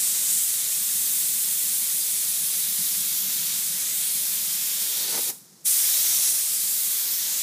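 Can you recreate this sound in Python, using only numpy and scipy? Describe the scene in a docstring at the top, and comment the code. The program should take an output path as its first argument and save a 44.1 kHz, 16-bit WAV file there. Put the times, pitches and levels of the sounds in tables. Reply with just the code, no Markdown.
"""A bright hiss comes first: a compressed-air spray gun sweeps along a door laid flat on a driveway.
A peak and a notch slide through the hiss as the wrist turns, and the air blusters over the door's edge.
The trigger is let go for a third of a second and pulled again. The house front and an open garage
echo the gun, and a low drone goes on underneath."""
import sys
import numpy as np
from scipy import signal
from scipy.fft import rfft, irfft
from scipy.io import wavfile
from scipy.ndimage import uniform_filter1d, map_coordinates

SR = 44100
rng = np.random.default_rng(int(sys.argv[2]) if len(sys.argv) > 2 else 0)


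def int16_out(signal):
    """Quantize to a 16-bit WAV file."""
    q = np.round(np.clip(np.atleast_2d(signal).T, -1, 1) * 32767)
    wavfile.write(sys.argv[1], SR, q.astype(np.int16))


N = 327222
TIME = np.arange(N) / SR
FREQ = np.maximum(np.arange(N // 2 + 1) * SR / N, 1)


def from_db(db):
    """Turn decibels into a number to multiply by."""
    return 10 ** (np.asarray(db) / 20)


def unit_level(x):
    """Scale a signal so that its average level (rms) is 1."""
    return x / np.sqrt(np.mean(x ** 2) + 1e-20)


def evened(x):
    """Hold the level near 1 over every fifth of a second."""
    return x / np.sqrt(uniform_filter1d(x ** 2, size=SR // 5) + 1e-20)


def curves(rows):
    """Join a table's rows with straight lines: one curve for each column after the time."""
    times, *columns = np.transpose(rows)
    return [np.interp(TIME, times, column) for column in columns]


def coloured(x, colour):
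    """Make some pitches stronger than others, following (pitch_hz, gain_db) rows; level 1."""
    hz, db = np.transpose(colour)
    gain = from_db(np.interp(np.log(FREQ), np.log(hz), db))
    return unit_level(irfft(rfft(x) * gain, N))


def noise(colour):
    """Noise of the given colour, fading away above the last row's pitch."""
    top_hz, top_db = colour[-1]
    return coloured(rng.standard_normal(N), list(colour) + [(top_hz * 10, top_db - 60)])


def drift(rate_hz):
    """A random wobble of size about 1, up to about rate_hz times a second."""
    return unit_level(irfft(rfft(rng.standard_normal(N)) / (1 + (FREQ / rate_hz) ** 2), N))


def resonance(hz, width_hz):
    """Noise that rings around one pitch; level 1."""
    response = 1 / (1 + ((FREQ - hz) / width_hz) ** 2)
    return evened(irfft(rfft(rng.standard_normal(N)) * response, N))


def below(x, hz, steepness):
    """Keep the part of a sound below a pitch."""
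    return irfft(rfft(x) / (1 + np.minimum(FREQ / hz, 2) ** steepness) * (FREQ < 2 * hz), N)


def delayed(x, ms):
    """A late copy of a sound; the delay may change over time."""
    return map_coordinates(x, [np.arange(N) - ms * SR / 1000], order=3)


# Tone of the outdoor background: pitch_hz, gain_db
YARD_COLOUR = [(10, -62), (30, -48), (70, -13.5), (150, 0.5), (280, -1.5), (350, 0), (600, -8.5), (900, -8),
               (2000, -12.5), (8000, -26)]

def yard(level_db=-62):
    """The yard makes a quiet, steady rush."""
    return from_db(level_db) * noise(YARD_COLOUR)


# Tone of the drone: pitch_hz, gain_db
DRONE_COLOUR = [(12, -68), (25, -55), (55, -40), (78, -27), (98, -31), (122, -8), (160, 1), (195, 1.5),
                (250, -9), (330, -18), (600, -36)]
# Loudness of the drone: time_s, level_db
DRONE_LEVELS = [(0, -57), (0.37, -56), (0.52, -61.5), (0.97, -56), (1.7, -56.5), (2.15, -60.5), (2.42, -55),
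                (2.58, -56.5), (2.75, -50.5), (3.1, -54.5), (3.33, -50.5), (3.62, -54.5), (3.76, -52),
                (3.84, -58), (4.25, -54.5), (4.8, -58), (5.5, -62), (5.95, -62), (6.17, -57), (6.45, -65),
                (6.65, -58), (7.0, -64.5), (7.42, -60)]

def drone(throb_db=2.5):
    """A low drone throbs and slowly swells."""
    throbbing = evened(noise(DRONE_COLOUR) * from_db(throb_db * drift(14)))
    return throbbing * from_db(curves(DRONE_LEVELS)[0])


def hum(level_db=-67.5, half_in_s=6.2, fade_s=0.3):
    """A faint hum fades in near the end."""
    fade = .5 + .5 * np.tanh((TIME - half_in_s) / fade_s)
    return from_db(level_db) * fade * resonance(hz=462, width_hz=14)


# Soft bumps on the microphone: peak_s, level_db
BUMPS = [(3.745, -71), (4.03, -76), (6.022, -61.5)]

def bumps(length_s=0.012):
    """The hand holding the microphone makes short, deep thuds."""
    swell = sum(from_db(db) * np.exp(-((TIME - s) / length_s) ** 2) for s, db in BUMPS)
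    return swell * noise([(15, -10), (45, 0), (85, -3), (150, -20)])


# Echoes off the painter's body, house front, garage door and garage inside: delay_ms, gain_db
ECHOES = [(1.6, -18.5), (4.3, -19), (9.7, -27), (17.0, -20), (26.0, -24)]

def surroundings(x, ring_s=0.45, garage_db=-16, sway_ms=0.592):
    """Hard surfaces echo and the open garage rings briefly; every path shifts as the gun travels."""
    age = TIME[:SR]
    tails = rng.standard_normal((2, SR)) * from_db(-60 * age / ring_s) * (1 - np.exp(-age / 0.0044))
    ring_a, ring_b = [signal.fftconvolve(x, tail / np.linalg.norm(tail))[:N] for tail in tails]
    garage = ring_a * np.cos(np.pi * TIME) + ring_b * np.sin(np.pi * TIME)
    echoes = sum(from_db(db) * delayed(x, ms + sway_ms * drift(0.37)) for ms, db in ECHOES)
    return echoes + from_db(garage_db) * garage


# Tone of the leaking air: pitch_hz, gain_db
LEAK_COLOUR = [(1000, -25), (2600, -18), (4000, -3), (5800, 1.5), (9000, -1), (15000, -7)]

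def leak(level_db=-54.5):
    """Air seeps through the valve with a thin hiss, even when it is closed."""
    return from_db(level_db) * noise(LEAK_COLOUR)


def valve(release_s=5.302, pull_s=5.654, shut_s=0.009, open_s=0.0031, bleed_s=0.045, bleed_db=-9.5):
    """Air flow from 0 to 1: the valve shuts, the air left in the gun bleeds out, and it opens again."""
    since = np.maximum(TIME - release_s, 0)
    closing = np.maximum(np.exp(-since / shut_s), from_db(bleed_db) * np.exp(-since / bleed_s))
    opening = .5 + .5 * np.tanh((TIME - pull_s) / (2 * open_s))
    return np.maximum(closing, opening)


# Tone of the air striking the door: pitch_hz, gain_db
WASH_COLOUR = [(20, -55), (100, -36), (280, -4), (420, -6), (570, -0.5), (720, -5), (950, -4.5), (1500, -7),
               (3000, -14)]

def wash(facing_db, base_db=-56, past_end_s=5.54, dip_width_s=0.18, dip_db=-21):
    """Air strikes the door with a dull rush, which dips while the spray is past the door's end."""
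    past_end = np.exp(-((TIME - past_end_s) / dip_width_s) ** 2)
    return from_db(base_db + facing_db + dip_db * past_end) * noise(WASH_COLOUR)


# Tone of the rush over the door's edge: pitch_hz, gain_db
EDGE_COLOUR = [(80, -40), (150, -0.5), (280, -2), (430, 3.5), (540, -1), (700, -8), (1150, -5.5),
               (2000, -7), (5000, -20)]
# Hollow notes in that rush: pitch_hz, width_hz, gain_db
EDGE_TONES = [(455, 63, -10), (784, 26, -10.5), (924, 60, -12)]
# Gusts tumbling over the edge: peak_s, level_db, rise_db_per_s
GUSTS = [(5.11, -43.5, 60), (5.15, -34, 300), (5.186, -33.5, 200), (5.305, -43, 120)]

def bluster(lumpy_db=0.5, fall_db_per_s=502):
    """Air breaks over the door's edge in a lumpy, hollow rush; each gust builds up and collapses."""
    gusts_db = [db - np.maximum(rise * (s - TIME), fall_db_per_s * (TIME - s)) for s, db, rise in GUSTS]
    tones = sum(from_db(db) * resonance(hz, width) for hz, width, db in EDGE_TONES)
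    rush = unit_level(noise(EDGE_COLOUR) + tones)
    return rush * from_db(np.max(gusts_db, axis=0) + lumpy_db * drift(45))


# Brief whistles of the nozzle: peak_s, pitch_hz, level_db
WHISTLES = [(2.02, 4810, -39), (3.53, 3720, -41), (5.95, 3830, -36)]

def whistles(width_hz=120, length_s=0.032):
    """For a moment the jet locks onto one pitch."""
    return sum(from_db(db) * np.exp(-((TIME - s) / length_s) ** 2) * resonance(hz, width_hz)
               for s, hz, db in WHISTLES)


# How late the echo off the door arrives: time_s, delay_ms
DOOR_DELAY = [(0.0, 1.03), (1.6, 1.15), (2.2, 0.87), (3.1, 0.71), (3.7, 0.63), (4.9, 0.54), (5.9, 0.3),
              (6.3, 0.3), (6.65, 0.41), (7.42, 0.43)]

def off_door(x, echo_db=-29):
    """The door mirrors the hiss; the faint echo tints it differently as the gun travels."""
    return x + from_db(echo_db) * delayed(x, curves(DOOR_DELAY)[0])


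# The lowest notch (a dip in the hiss) as the gun turns: time_s, pitch_hz, depth (0 to 1)
NOTCH = [(0.0, 5020.0, 0), (0.35, 4700, 0.06), (0.9, 5330.0, 0.07), (1.5, 6090.0, 0.1), (2.0, 6600.0, 0.02),
         (2.4, 7020.0, 0.08), (3.2, 8030.0, 0.08), (3.45, 8510.0, 0.05), (3.6, 2940.0, 0.03),
         (3.8, 4250.0, 0.13), (4.05, 6300.0, 0.25), (4.3, 8170.0, 0.07), (4.8, 9200, 0.02),
         (5.28, 8180.0, 0.14), (5.7, 3570.0, 0.06), (6.2, 3610.0, 0), (6.55, 3350.0, 0),
         (6.9, 2610.0, 0.04), (7.42, 3100.0, 0.0)]

def hollowed(x):
    """Taking away a weak, slightly late copy softens one pitch and its multiples."""
    notch_hz, depth = curves(NOTCH)
    return x - depth * delayed(x, ms=1000 / notch_hz)


# The pitch that the jet beams at the listener: time_s, pitch_hz, boost_db
BEAM = [(0, 7950, 2), (0.33, 8000, 2.5), (0.6, 8720, 0.2), (1.7, 9260, 0.2), (2.4, 10490, 1.6),
        (2.95, 10490, 0.6), (3.25, 6980, 1.5), (3.55, 6530, 0.5), (3.8, 2380, 0.5), (4.7, 2700, 2.2),
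        (4.93, 3350, 2.8), (5.1, 4500, 3), (5.22, 5000, 0.5), (5.7, 5150, 1.2), (6.2, 5960, 3.5),
        (6.55, 4910, 3), (6.9, 4300, 0.4), (7.2, 5990, 2.5), (7.42, 7800, 4.5)]

def beamed(x, width_octaves=0.2):
    """A jet sends each pitch its own way, so turning it slides a soft peak through the hiss."""
    peak_hz, boost_db = curves(BEAM)
    hz, times, slices = signal.stft(x, SR, nperseg=512)   # the pitches in each short slice of time
    octaves_away = np.log2(np.maximum(hz, 1)[:, None] / np.interp(times, TIME, peak_hz))
    gain = from_db(np.interp(times, TIME, boost_db) * np.exp(-(octaves_away / width_octaves) ** 2))
    return signal.istft(slices * gain, SR)[1][:N]


def spatter(colour, snaps_per_s=300):
    """Paint tears into drops at the nozzle: tiny snaps at random moments."""
    snaps = rng.choice([-1, 1], N) * (rng.random(N) < snaps_per_s / SR)
    return coloured(snaps, colour)


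# Tone of the jet's hiss: pitch_hz, gain_db
JET_COLOUR = [(20, -65), (150, -45), (700, -28), (1400, -18.5), (2250, -12), (2900, -12.5), (3150, -8.5),
              (3650, -5.5), (4700, -6), (6000, -3), (7200, -0.9), (8900, 0.86), (10000, 0.3), (11000, 0.4),
              (12200, -1.2), (13700, -0.5), (15500, -2.27)]
# How turning the wrist changes the hiss: time_s, core_gain_db, sizzle_gain_db
WRIST = [(0.0, 1.5, -1), (0.22, 1.2, -1.5), (0.36, 3, 1), (0.66, 0.8, -2), (0.95, 1.5, 1.5), (1.7, 1.8, 2),
         (2.3, 0.5, 0.4), (2.98, -0.7, 0.7), (3.3, -2.5, 1), (3.6, -1.0, -0.4), (3.85, -0.7, -2),
         (4.1, 0.8, 0.3), (4.45, -1, -0.4), (4.88, -2, -0.6), (5.08, -1.7, -3.3), (5.28, 0.1, 0.2),
         (5.7, 2.1, 0.8), (6.02, -2, 1), (6.3, 2.1, -1.5), (6.6, 1.5, 0.5), (6.9, 0, 2.5), (7.13, -3, 2),
         (7.42, -3, -3)]

def jet(facing_db, flow, base_db=-25, spatter_db=-17.5, flutter_db=0.27, patchy_db=0.5):
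    """Big swirls in the spray's plume sound low, small ones at the nozzle high; aim sets the balance."""
    core_db, sizzle_db = curves(WRIST)
    air = noise(JET_COLOUR) + from_db(spatter_db) * spatter(JET_COLOUR)
    plume = below(air, hz=6400, steepness=12)
    plume_and_core = below(air, hz=11400, steepness=24)
    bands = [(plume * flow ** 0.34, -0.3 * core_db),   # the plume dies first as the flow drops
             (plume_and_core - plume, core_db),
             (air - plume_and_core, sizzle_db)]
    hiss = sum(band * from_db(db + patchy_db * drift(10)) for band, db in bands)
    hiss = off_door(hollowed(beamed(hiss)))
    return hiss * from_db(base_db + facing_db + flutter_db * drift(44))


# The gun grows louder as it nears and faces the listener: time_s, gain_db
FACING = [(0.0, 1.5), (0.22, 0.9), (0.38, 1.0), (0.68, 0.1), (1.05, 0.3), (1.75, -0.3), (2.2, -0.24),
          (3.0, 0.5), (3.5, 0.5), (3.78, 0.5), (4.05, -0.0), (4.5, 0.7), (4.9, 1), (5.14, 1.5),
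          (5.28, -0.3), (5.68, 4.5), (5.88, 4), (6.05, 4), (6.28, 3.5), (6.45, 0.3), (7.1, 0), (7.42, 2)]

def spray_gun():
    """The valve lets out the air that hisses, whistles and strikes the door; edge gusts add to it."""
    facing_db, = curves(FACING)
    flow = valve()
    return flow * (jet(facing_db, flow) + whistles() + wash(facing_db)) + bluster()


def scene():
    """The background, the gun and its echoes, the same in both ears."""
    gun = spray_gun()
    mono = yard() + drone() + hum() + bumps() + leak() + surroundings(gun) + gun
    return np.array([mono, mono])


def record(dry, cutoff_hz=15420):
    """Cut off the very highest treble steeply."""
    return signal.sosfiltfilt(signal.ellip(12, .05, 60, cutoff_hz, fs=SR, output="sos"), dry)


dry = scene()
out = record(dry)
int16_out(out)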